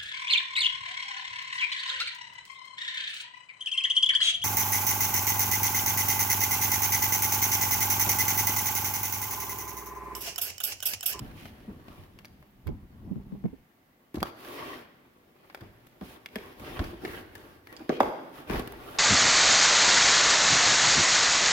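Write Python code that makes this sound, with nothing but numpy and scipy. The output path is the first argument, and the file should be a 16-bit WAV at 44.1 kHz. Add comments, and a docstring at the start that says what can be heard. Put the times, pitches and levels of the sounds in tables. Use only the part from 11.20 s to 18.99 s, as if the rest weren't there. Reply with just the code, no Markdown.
"""Hollow knocks, clicks and rasping strokes in a bare room: a nylon strap is threaded through a buckle
and pulled along a kayak's folded plastic hull. Blows ring the panels, buckle and rings strike each
other, the webbing catches and slips, a sleeve scrapes and crinkles. Early on the microphone is
gripped and shifted on its stand, which bumps and groans."""
import sys
import numpy as np
from scipy import signal
from scipy.fft import rfft, irfft, next_fast_len
from scipy.io import wavfile
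from scipy.ndimage import uniform_filter1d

SR = 44100
rng = np.random.default_rng(int(sys.argv[2]) if len(sys.argv) > 2 else 0)


def wrap_up_sound(samples):
    """Save the sound to the file named by the first command line argument, as 16-bit audio."""
    columns = np.atleast_2d(samples).T
    # keep every value between -1 and 1, then stretch to whole-number steps
    tamed = np.clip(columns, -1, 1)
    steps = np.round(tamed * 32767).astype(np.int16)
    wavfile.write(sys.argv[1], SR, steps)


N = 343362
TIME = np.arange(N) / SR

# strap pulls: (start [s], end [s], rasp [dB], hiss boost and drum cut [dB], unevenness [dB])
PULLS = [(0.0, 0.102, -65.5, -2, 3.8), (0.154, 0.299, -73, 12.5, 1.3), (0.662, 0.872, -64, -0.5, 1.8),
         (3.047, 3.092, -43.5, 0, 2.3), (3.16, 3.396, -51.5, 2.5, 1.1), (3.233, 3.651, -44, -1.5, 0.72),
         (4.24, 4.336, -70, -4.5, 4.2), (4.343, 4.48, -66, -8, 2.4), (4.821, 4.966, -54.5, 3, 3.3),
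         (5.123, 5.344, -56, -2, 1.6), (5.37, 5.736, -45.5, -2, 1.8), (5.819, 6.021, -47.5, 1, 2.4),
         (6.134, 6.393, -61, -3, 1.7), (6.454, 6.67, -58, -3, 2.7), (6.691, 6.772, -51.5, -4, 2.1),
         (6.803, 6.895, -42.5, -9.5, 3.3), (7.14, 7.22, -53.5, 0.5, 2.5), (7.292, 7.409, -37.5, -1, 2.4),
         (7.616, 7.894, -54, -1, 2.7)]
# rumble spectrum of hull and stand: (frequency [Hz], level [dB])
RUMBLE_SPECTRUM = [(20, -6), (45, -1), (90, -1), (200, -3), (300, -8), (500, -27.5), (1000, -27),
                   (3000, -77)]


def knocks(rise_cycles=1.44, min_cycles=0.67, medium_db=-38.5, hardening=0.35):
    """Hollow blows on the plastic panels; harder blows have shorter contact."""
    # blows: (time [s], level [dB], panel pitch [Hz], clatter [dB])
    hits = [(0.477, -39.5, 202, -5), (0.492, -52.5, 294.2, 5), (2.943, -33, 291, -3),
            (2.966, -45, 292, 10.5), (3.018, -36.5, 310, 6), (3.0289, -16, 1186, -3.5),
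            (4.412, -38.5, 113, -6), (4.445, -53, 95, -5.5), (4.81, -36.5, 180, -1),
            (5.159, -32.5, 400, -6), (5.399, -42.5, 105, -7), (5.59, -27, 85, -4.5),
            (5.611, -31.5, 293, -4.5), (5.642, -41, 104.1, -7), (5.729, -41.5, 327, -7),
            (5.831, -36, 342, -4), (5.847, -26.5, 343, -6.5), (6.603, -42, 297, -1.5),
            (6.6938, -17.5, 360, -10.5), (6.699, -23, 500, -1.5), (6.8041, -7.5, 890, -6.5),
            (6.808, -14.5, 489, -12.5), (7.298, -30, 370, -1), (7.300, -29, 112.4, -7.5),
            (7.321, -35, 52.4, -7), (7.39, -35.5, 375, -4)]
    # room send, higher for later knocks: (time [s], level [dB])
    room_send = [(3.0, -13), (6.7, -7.5)]
    direct, sent = np.zeros((2, 2, N))
    for s, db, hz, clatter_db in hits:
        rise_s = max(rise_cycles * from_db(hardening * (medium_db - db)), min_cycles) / hz
        knock = from_db(db) * blow(hz, rise_s, clatter_db, below_db=7, above_db=-8.5, lag_s=8e-5)
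        knock = cut(knock, 0.35 * hz, "high")  # small panels radiate little bass
        knock = cut(knock, 1500, "low", order=4)  # soft plastic absorbs treble
        add(direct, s, knock)
        add(sent, s, knock * from_db(np.interp(s, *np.transpose(room_send))))
    return hull(direct + room(sent))


def blow(hz, rise_s, clatter_db, below_db, above_db, lag_s, size=8192):
    """Damped main mode in a noisy cluster of others; lag_s delays the left channel."""
    t = np.arange(size) / SR - np.array([[lag_s], [0]])
    skirts = [(hz / 24, below_db - 40), (hz / 2.5, below_db), (hz, 0), (hz * 1.4, 0),
              (hz * 11, 3 * above_db), (hz * 180, 9 * above_db)]
    cluster = from_db(clatter_db) * noise(skirts, size)
    # stiffest when bent most, so the pitch sags
    lead_s = 0.25 * rise_s * (1 - np.exp(-np.maximum(t, 0) / (2 * rise_s)))
    return swell(t, rise_s) * (np.sin(2 * np.pi * hz * (t + lead_s)) + cluster)


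def hull(contact):
    """Any contact rings the hull's panels."""
    # panel modes: (frequency [Hz], width [Hz], gain [dB])
    panel_modes = [(307, 130, -2), (500, 130, -11), (754, 90, -18), (1210, 90, -15)]
    return resonate(contact, panel_modes)


def clicks(rise_cycles=1.09, mode_spread_db=3, snap_s=0.0018, size=8192):
    """Buckle and rings meet: a short rattle rings the modes unevenly, under a bright snap."""
    # contacts: (time [s], level [dB], pitch [Hz], snap [dB], room send [dB])
    hits = [(0.9887, -40, 2750, -1, -12), (0.9917, -46, 4700, -8.5, -17), (1.0471, -40.5, 2250, 2, -14),
            (1.054, -36, 4600, -1, -11.5), (1.226, -50.5, 990, -1, -17), (1.470, -39.5, 1200, 6, -15),
            (1.4768, -39, 1070, -8, -17), (1.488, -44, 820, -13, -14), (2.254, -50.5, 910, -22, -2),
            (2.942, -48.5, 1020, 14.5, -1), (2.955, -41, 2800, 10, -2), (3.0032, -38.5, 1910, 6, -5.5),
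            (3.0285, -25.5, 3040, 7.5, -14), (3.248, -40, 1510, -2, -7), (4.299, -44.5, 1160, -15.5, -8),
            (4.3467, -32.5, 1390, 2, -10.5), (4.408, -45.5, 1210, 3, -3.5), (4.668, -60.5, 2950, 21, -7),
            (4.811, -41.5, 1020, -2.5, -9.5), (5.0596, -30, 2240, -3, -13.5), (5.157, -27.5, 1870, 0.5, -8),
            (5.396, -48, 1200, 12.5, -3), (5.5922, -27.5, 1340, -17, -11), (5.641, -41, 2550, 8, -3),
            (5.85, -31.5, 1770, -2, -5), (6.152, -42.5, 1528, 11.5, -2.5), (6.471, -41, 1240, 2, -16),
            (6.526, -41, 1390, 7, -27), (6.566, -38, 4700, -14, -6), (6.570, -51, 4700, -18, -6),
            (6.693, -25.5, 1520, -11.5, -9.5), (6.8023, -28, 1370, 1.5, 2), (7.309, -35, 1500, 6, -5.5),
            (7.335, -34.5, 2170, -20.5, -9.5), (7.358, -34, 1510, 0.5, -6), (7.379, -39, 1370, 0, -8),
            (7.394, -38.5, 1330, 14.5, -4.5), (7.474, -37.5, 1050, 11.5, -16),
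            (7.5214, -48.5, 893, 18, -21)]
    # buckle modes: (frequency [Hz], width [Hz], gain [dB])
    buckle_modes = [(1700, 160, -2), (2190, 174, 4.5), (2750, 90, 1), (3310, 87, 5), (4640, 450, 4)]
    # snap spectrum: (frequency [Hz], level [dB])
    snap_spectrum = [(1000, 6.5), (3000, 0), (5000, -10), (7500, -12), (11000, -0.5), (16000, -0.5)]
    direct, sent = np.zeros((2, 2, N))
    t = np.arange(size) / SR
    crack = cut((t == 0) + 1e-18, 2430, "high") * np.sqrt(2 * snap_s * SR)
    front = from_db(-13) * cut(crack, 8700, "high")
    for s, db, hz, snap_db, room_db in hits:
        modes = [(mode_hz, width_hz, mode_db + mode_spread_db * rng.standard_normal())
                 for mode_hz, width_hz, mode_db in buckle_modes]
        rattle = blow(hz, rise_cycles / hz, clatter_db=2, below_db=4.5, above_db=-9.5, lag_s=5e-5)
        ring = from_db(db - 6.5) * resonate(rattle, modes)
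        snap = swell(t, snap_s) * noise(snap_spectrum, size) + front
        snap_gain = from_db(db + snap_db - 10)
        add(direct, s, ring + snap_gain * snap)
        add(sent, s, from_db(room_db) * (ring + from_db(-4) * snap_gain * crack))
    return direct + room(sent)


def strap(snag_per_db=0.1954, taut_from_s=3.7, flex_ease_s=0.038):
    """Webbing rasps and drums on the hull, its fibres hiss; once taut, it also flexes the hull."""
    # slack strap and sleeves stirring: (time [s], level [dB])
    stir = [(0, -57), (1.4, -70.5), (2.2, -68), (2.5, -74), (4.1, -69), (6.0, -58.5), (6.45, -68.5),
            (7.79, -52)]
    # friction spectra: (frequency [Hz], level [dB])
    rasp_spectrum = [(300, -17), (700, 1), (1100, 6.5), (2000, 1), (3000, -4.5), (4200, -11), (5500, -13),
                     (8000, -55), (16000, -46)]
    drum_spectrum = [(35, -20), (105, -2.5), (200, -8), (380, -3.5), (900, -8), (1500, -22), (4000, -64)]
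    hiss_spectrum = [(1200, -7.5), (2700, 3.5), (5000, -6), (8000, -9), (11000, -1.5), (16000, -2.5)]
    pull = pull_gains()
    rasp_gain, drum_gain, hiss_gain = pull + envelope(stir) * from_db([[0], [4], [-13]])
    start_s, end_s, _, _, pull_uneven_db = np.transpose(PULLS)
    uneven_db = np.interp(TIME, (start_s + end_s) / 2, pull_uneven_db)
    slide = friction(rasp_spectrum, catches_per_s=3800, spread_db=5, smooth_db=4)
    snags = friction(rasp_spectrum, catches_per_s=320, spread_db=4, smooth_db=-24)
    rasp = wandering_contact(slide + snag_per_db * uneven_db * snags, per_s=28, depth_db=4.5)
    drum = unit_rms(hull(friction(drum_spectrum, catches_per_s=650, spread_db=2.5, smooth_db=1)))
    rub = from_db(-1) * rasp_gain * rasp + drum_gain * drum
    rub *= flutter(per_s=77, depth_db=uneven_db)  # uneven pressure
    hiss = hiss_gain * friction(hiss_spectrum, catches_per_s=9000, spread_db=10.5, smooth_db=7)
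    flex = ease(pull[0] * (TIME > taut_from_s), flex_ease_s) * noise(RUMBLE_SPECTRUM)
    return from_db(-5) * rub + from_db(-11.5) * room(rub) + from_db(10.5) * hiss + from_db(-2.5) * flex


def pull_gains(medium_db=-49, hiss_slope=0.769, taper_per_s=1.64, ease_s=0.047):
    """Rasp, drum and hiss gains: each pull speeds up and slows in one arc."""
    gains = np.zeros((3, N))
    for start_s, end_s, db, bright_db, _ in PULLS:
        length_s = end_s - start_s
        arc = np.abs(np.sin(np.linspace(0, np.pi, int(length_s * SR)))) ** (taper_per_s * length_s)
        drum_db = db - 0.5 - bright_db
        hiss_db = -63.5 + hiss_slope * (db - medium_db) + bright_db
        add(gains, start_s, from_db([[db], [drum_db], [hiss_db]]) * arc)
    return ease(gains, ease_s)


def friction(spectrum, catches_per_s, spread_db, smooth_db):
    """The weave catches and slips: uneven ticks over a smooth rub."""
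    sizes = from_db(spread_db * np.minimum(rng.exponential(1, N), 4))
    caught = rng.random(N) < catches_per_s / SR
    ticks = unit_rms(caught * sizes * rng.standard_normal((2, N)))
    return diffuse(ticks + from_db(smooth_db) * rng.standard_normal((2, N)), spectrum)


def wandering_contact(x, per_s, depth_db, bands=16):
    """The contact patch wanders over the weave, so each band swells and fades alone."""
    size = next_fast_len(N, True)
    spectrum, hz = rfft(x, size), bins_hz(size)
    centres_hz, out = np.geomspace(700, 15000, bands), 0
    for share in np.eye(bands):
        band = irfft(spectrum * np.interp(hz, centres_hz, share), size)[:, :N]
        out = out + band * flutter(per_s, depth_db)
    return out * np.std(x) / np.std(out)


def stand(rise_cycles=1.67, top_hz=1700):
    """Handling rumble, groan and bumps reach the microphone through its stand: dull, no room."""
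    # grip rumble: (time [s], level [dB])
    grip = [(0, -41.5), (0.35, -53), (1.42, -59.5), (1.5, -37), (1.68, -53.5), (1.88, -44), (2.33, -51.5),
            (2.46, -67.5)]
    # bumps: (time [s], level [dB], pitch [Hz], left minus right [dB])
    bumps = [(0.779, -45.5, 85.9, 0), (1.456, -36.5, 77.6, -18), (1.464, -41, 251, -5),
             (1.485, -31, 317, -8), (1.91, -32, 182, -14.5), (1.958, -33.5, 182, 7),
             (2.122, -31.5, 181, 1.5), (2.149, -45.5, 374, -14), (2.241, -22.5, 171.5, -3),
             (2.249, -35, 356, -14.5), (2.328, -40.5, 263, -5), (2.961, -38, 72.4, -1)]
    out = envelope(grip) * noise(RUMBLE_SPECTRUM) * flutter(per_s=31, depth_db=3) + groan()
    for s, db, hz, pan_db in bumps:
        bump = blow(hz, rise_cycles / hz, clatter_db=-7.5, below_db=-14.5, above_db=-19, lag_s=-0.00182)
        add(out, s, bump * from_db([[db + pan_db / 2], [db - pan_db / 2]]))
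    return cut(out, top_hz, "low")


def groan(start_s=1.84, end_s=2.306, pitch_hz=202):
    """The stand's foot sticks and slips at an unsteady rate, in spurts."""
    phase = 2 * np.pi * np.cumsum(pitch_hz * flutter(per_s=99, depth_db=0.8078)) / SR
    octave = from_db(-19) * np.sin(2 * phase) * flutter(per_s=25, depth_db=8.5)
    progress = np.clip((TIME - start_s) / (end_s - start_s), 0, 1)
    spurts = np.sqrt(np.abs(np.sin(np.pi * progress))) * flutter(per_s=69, depth_db=3.5)
    return from_db([[-47], [-43]]) * spurts * (np.sin(phase) + octave)


def cloth(crease_rise_s=0.0016, room_db=-7):
    """Fabric scrapes over the hull's edge; each crease releases a burst of tiny snaps."""
    # creases: (time [s], level [dB])
    creases = [(0.076, -48), (0.111, -46), (0.254, -39), (0.403, -52), (0.598, -52.5), (0.612, -60),
               (0.682, -43.5), (0.727, -53), (0.835, -50), (5.595, -38), (7.297, -29.5)]
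    # scrapes: (start [s], end [s], level [dB])
    scrapes = [(0.133, 0.32, -58.5), (3.32, 3.593, -52.5), (5.43, 5.518, -51), (6.688, 6.797, -50)]
    # fabric spectra: (frequency [Hz], level [dB])
    crinkle_spectrum = [(300, 3), (900, 0.5), (2700, -7), (4000, -12.5), (8000, -22), (16000, -19)]
    scrape_spectrum = [(1400, -13), (1950, -4.5), (2500, -5), (3250, -3), (3600, -15), (4100, -11.5),
                       (8500, -26)]
    bursts, pressure = np.zeros((2, 1, N))
    for s, db in creases:
        add(bursts, s, from_db(db) * swell(np.arange(4096)[None] / SR, crease_rise_s))
    for start_s, end_s, db in scrapes:
        window = signal.windows.tukey(int((end_s - start_s) * SR), 0.5)
        add(pressure, start_s, from_db(db) * window[None])
    out = bursts * friction(crinkle_spectrum, catches_per_s=2500, spread_db=4, smooth_db=-8)
    out += pressure * friction(scrape_spectrum, catches_per_s=710, spread_db=2, smooth_db=-4)
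    return out + from_db(room_db) * room(out)


def sleeve_whistle(level_db=-76):
    """Fabric flicks past; its weave whistles faintly, falling as it slows."""
    # glide: (time [s], pitch [Hz])
    glide = [(1.16, 14100), (1.245, 15600), (1.29, 14300), (1.345, 11600)]
    s, hz = np.transpose(glide)
    pitch_hz = np.interp(TIME, s, hz) * flutter(per_s=400, depth_db=-1.5)
    tone = np.sin(2 * np.pi * np.cumsum(pitch_hz) / SR)
    gain = np.interp(TIME, s, [0, 1, 1, 0]) * flutter(per_s=200, depth_db=10)
    return from_db(level_db) * gain * tone


def room(x, near_s=0.0032, wall_s=0.0272, smear_s=0.001, build_s=0.0054, size=40000):
    """Hull and floor reflections, a wall slap, then a diffuse tail, shortest in the top treble."""
    # tail decay: (frequency [Hz], T60 [s])
    t60 = [(100, 3), (400, 0.76), (1000, 0.96), (3000, 1.14), (6000, 0.8043), (15000, 0.01)]
    # tail spectrum: (frequency [Hz], level [dB])
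    tail_spectrum = [(50, -12), (130, -9.5), (250, -4), (700, 1), (1000, -5.5), (1500, -0.5), (2400, -3),
                     (5000, -2.5), (9000, -5.5), (16000, 28)]
    t, hz = np.arange(size) / SR, bins_hz(size)
    field = rfft(noise([(20, 0), (20000, 0)], size)) * from_db(at_hz(tail_spectrum, hz))
    centres_hz, tail = np.geomspace(60, 15000, 9), 0
    for centre_hz, share in zip(centres_hz, np.eye(len(centres_hz))):
        band = irfft(field * at_hz(list(zip(centres_hz, share)), hz), size)
        tail = tail + band * from_db(-60 * t / at_hz(t60, centre_hz))
    tail *= from_db(-31) * (1 - np.exp(-t / build_s))
    near = from_db(-0.5) * swell(t, near_s) / np.sqrt(near_s * SR)
    wall = from_db(-10.5) * swell(t - wall_s, smear_s) / np.sqrt(smear_s * SR)
    echoes = (near + wall) * noise([(3000, 0.5), (16000, -5.5)], size)
    return signal.fftconvolve(x, tail + echoes, axes=1)[:, :N]


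def background(level_db=-65.5):
    """Faint steady noise, mostly low."""
    # noise floor: (frequency [Hz], level [dB])
    floor_spectrum = [(15, -46), (25, -4), (70, -7), (263, 1.5), (400, -17.5), (700, -9), (1160, -16.5),
                      (2110, -11.5), (2410, -19), (4370, -25), (9570, -29.5), (14400, -20), (16000, -21.5)]
    return from_db(level_db) * noise(floor_spectrum)


def diffuse(pair, spectrum):
    """Two unrelated signals to a coloured stereo field, alike in the bass; rms 1."""
    # left-right coherence: (frequency [Hz], correlation [-1 to 1])
    coherence = [(130, 0.9), (290, 0.926), (640, 0.453), (1400, -0.18), (3000, -0.035)]
    size = next_fast_len(pair.shape[1], True)
    hz = bins_hz(size)
    mid, side = rfft(pair, size)
    alike = at_hz(coherence, hz)
    stereo = np.sqrt(1 + alike) * mid + np.sqrt(1 - alike) * side * [[1], [-1]]
    return unit_rms(irfft(stereo * from_db(at_hz(spectrum, hz)), size)[:, :pair.shape[1]])


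def noise(spectrum, size=N):
    return diffuse(rng.standard_normal((2, size)), spectrum)


def resonate(x, modes):
    """A contact plus the two-pole resonances of the touched part."""
    out = x.copy()
    for hz, width_hz, db in modes:
        r = np.exp(-np.pi * width_hz / SR)
        b = np.array([1, 0, -1]) * (1 - r * r) / 2
        a = [1, -2 * r * np.cos(2 * np.pi * hz / SR), r * r]
        out += from_db(db) * signal.lfilter(b, a, x + 1e-18)
    return out


def flutter(per_s, depth_db):
    """Randomly wandering gain."""
    return from_db(depth_db * np.interp(TIME * per_s, np.arange(4000), rng.standard_normal(4000)))


def swell(t, rise_s):
    """Reaches 1 at rise_s, then decays."""
    u = np.maximum(t, 0) / rise_s
    return u * np.exp(1 - u)


def envelope(points, fade_s=0.04):
    """Gain from (time [s], level [dB]) points, faded beyond the ends."""
    s, db = np.transpose(points)
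    fade = np.interp(TIME, [s[0] - fade_s, s[0], s[-1], s[-1] + fade_s], [0, 1, 1, 0])
    return fade * from_db(np.interp(TIME, s, db))


def ease(gain, window_s):
    return np.abs(uniform_filter1d(gain, int(window_s * SR)))


def at_hz(points, hz):
    """Interpolate on a log-frequency axis."""
    points_hz, values = np.transpose(points)
    return np.interp(np.log(np.maximum(hz, 1)), np.log(points_hz), values)


def bins_hz(size):
    return np.arange(size // 2 + 1) * SR / size


def cut(x, hz, kind, order=2):
    return signal.sosfilt(signal.butter(order, hz, kind, fs=SR, output="sos"), x)


def add(track, start_s, sound):
    i = round(start_s * SR)
    track[:, i:i + sound.shape[1]] += sound[:, :N - i]


def from_db(db):
    return 10 ** (np.asarray(db) / 20)


def unit_rms(x):
    return x / np.sqrt(np.mean(x ** 2) + 1e-20)


def scene():
    """All sources, duller on the left, over the noise floor."""
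    # left microphone port: (frequency [Hz], gain [dB])
    left_port = [(4500, 0.5), (6500, -1), (8500, -24), (11000, -12.5), (15000, -11.5)]
    left, right = knocks() + clicks() + strap() + cloth() + sleeve_whistle() + stand()
    hz = bins_hz(256)
    taps = signal.firwin2(65, hz, from_db(at_hz(left_port, hz)), fs=SR)
    return np.array([np.convolve(left, taps, "same"), right]) + background()


def record(dry, low_hz=24, top_hz=16000):
    """Drops the deepest bass and cuts the top steeply."""
    taps = signal.firwin(301, top_hz, window="blackman", fs=SR)
    return signal.fftconvolve(cut(dry, low_hz, "high"), taps[None], "same", axes=1)


dry = scene()
out = record(dry)
wrap_up_sound(out)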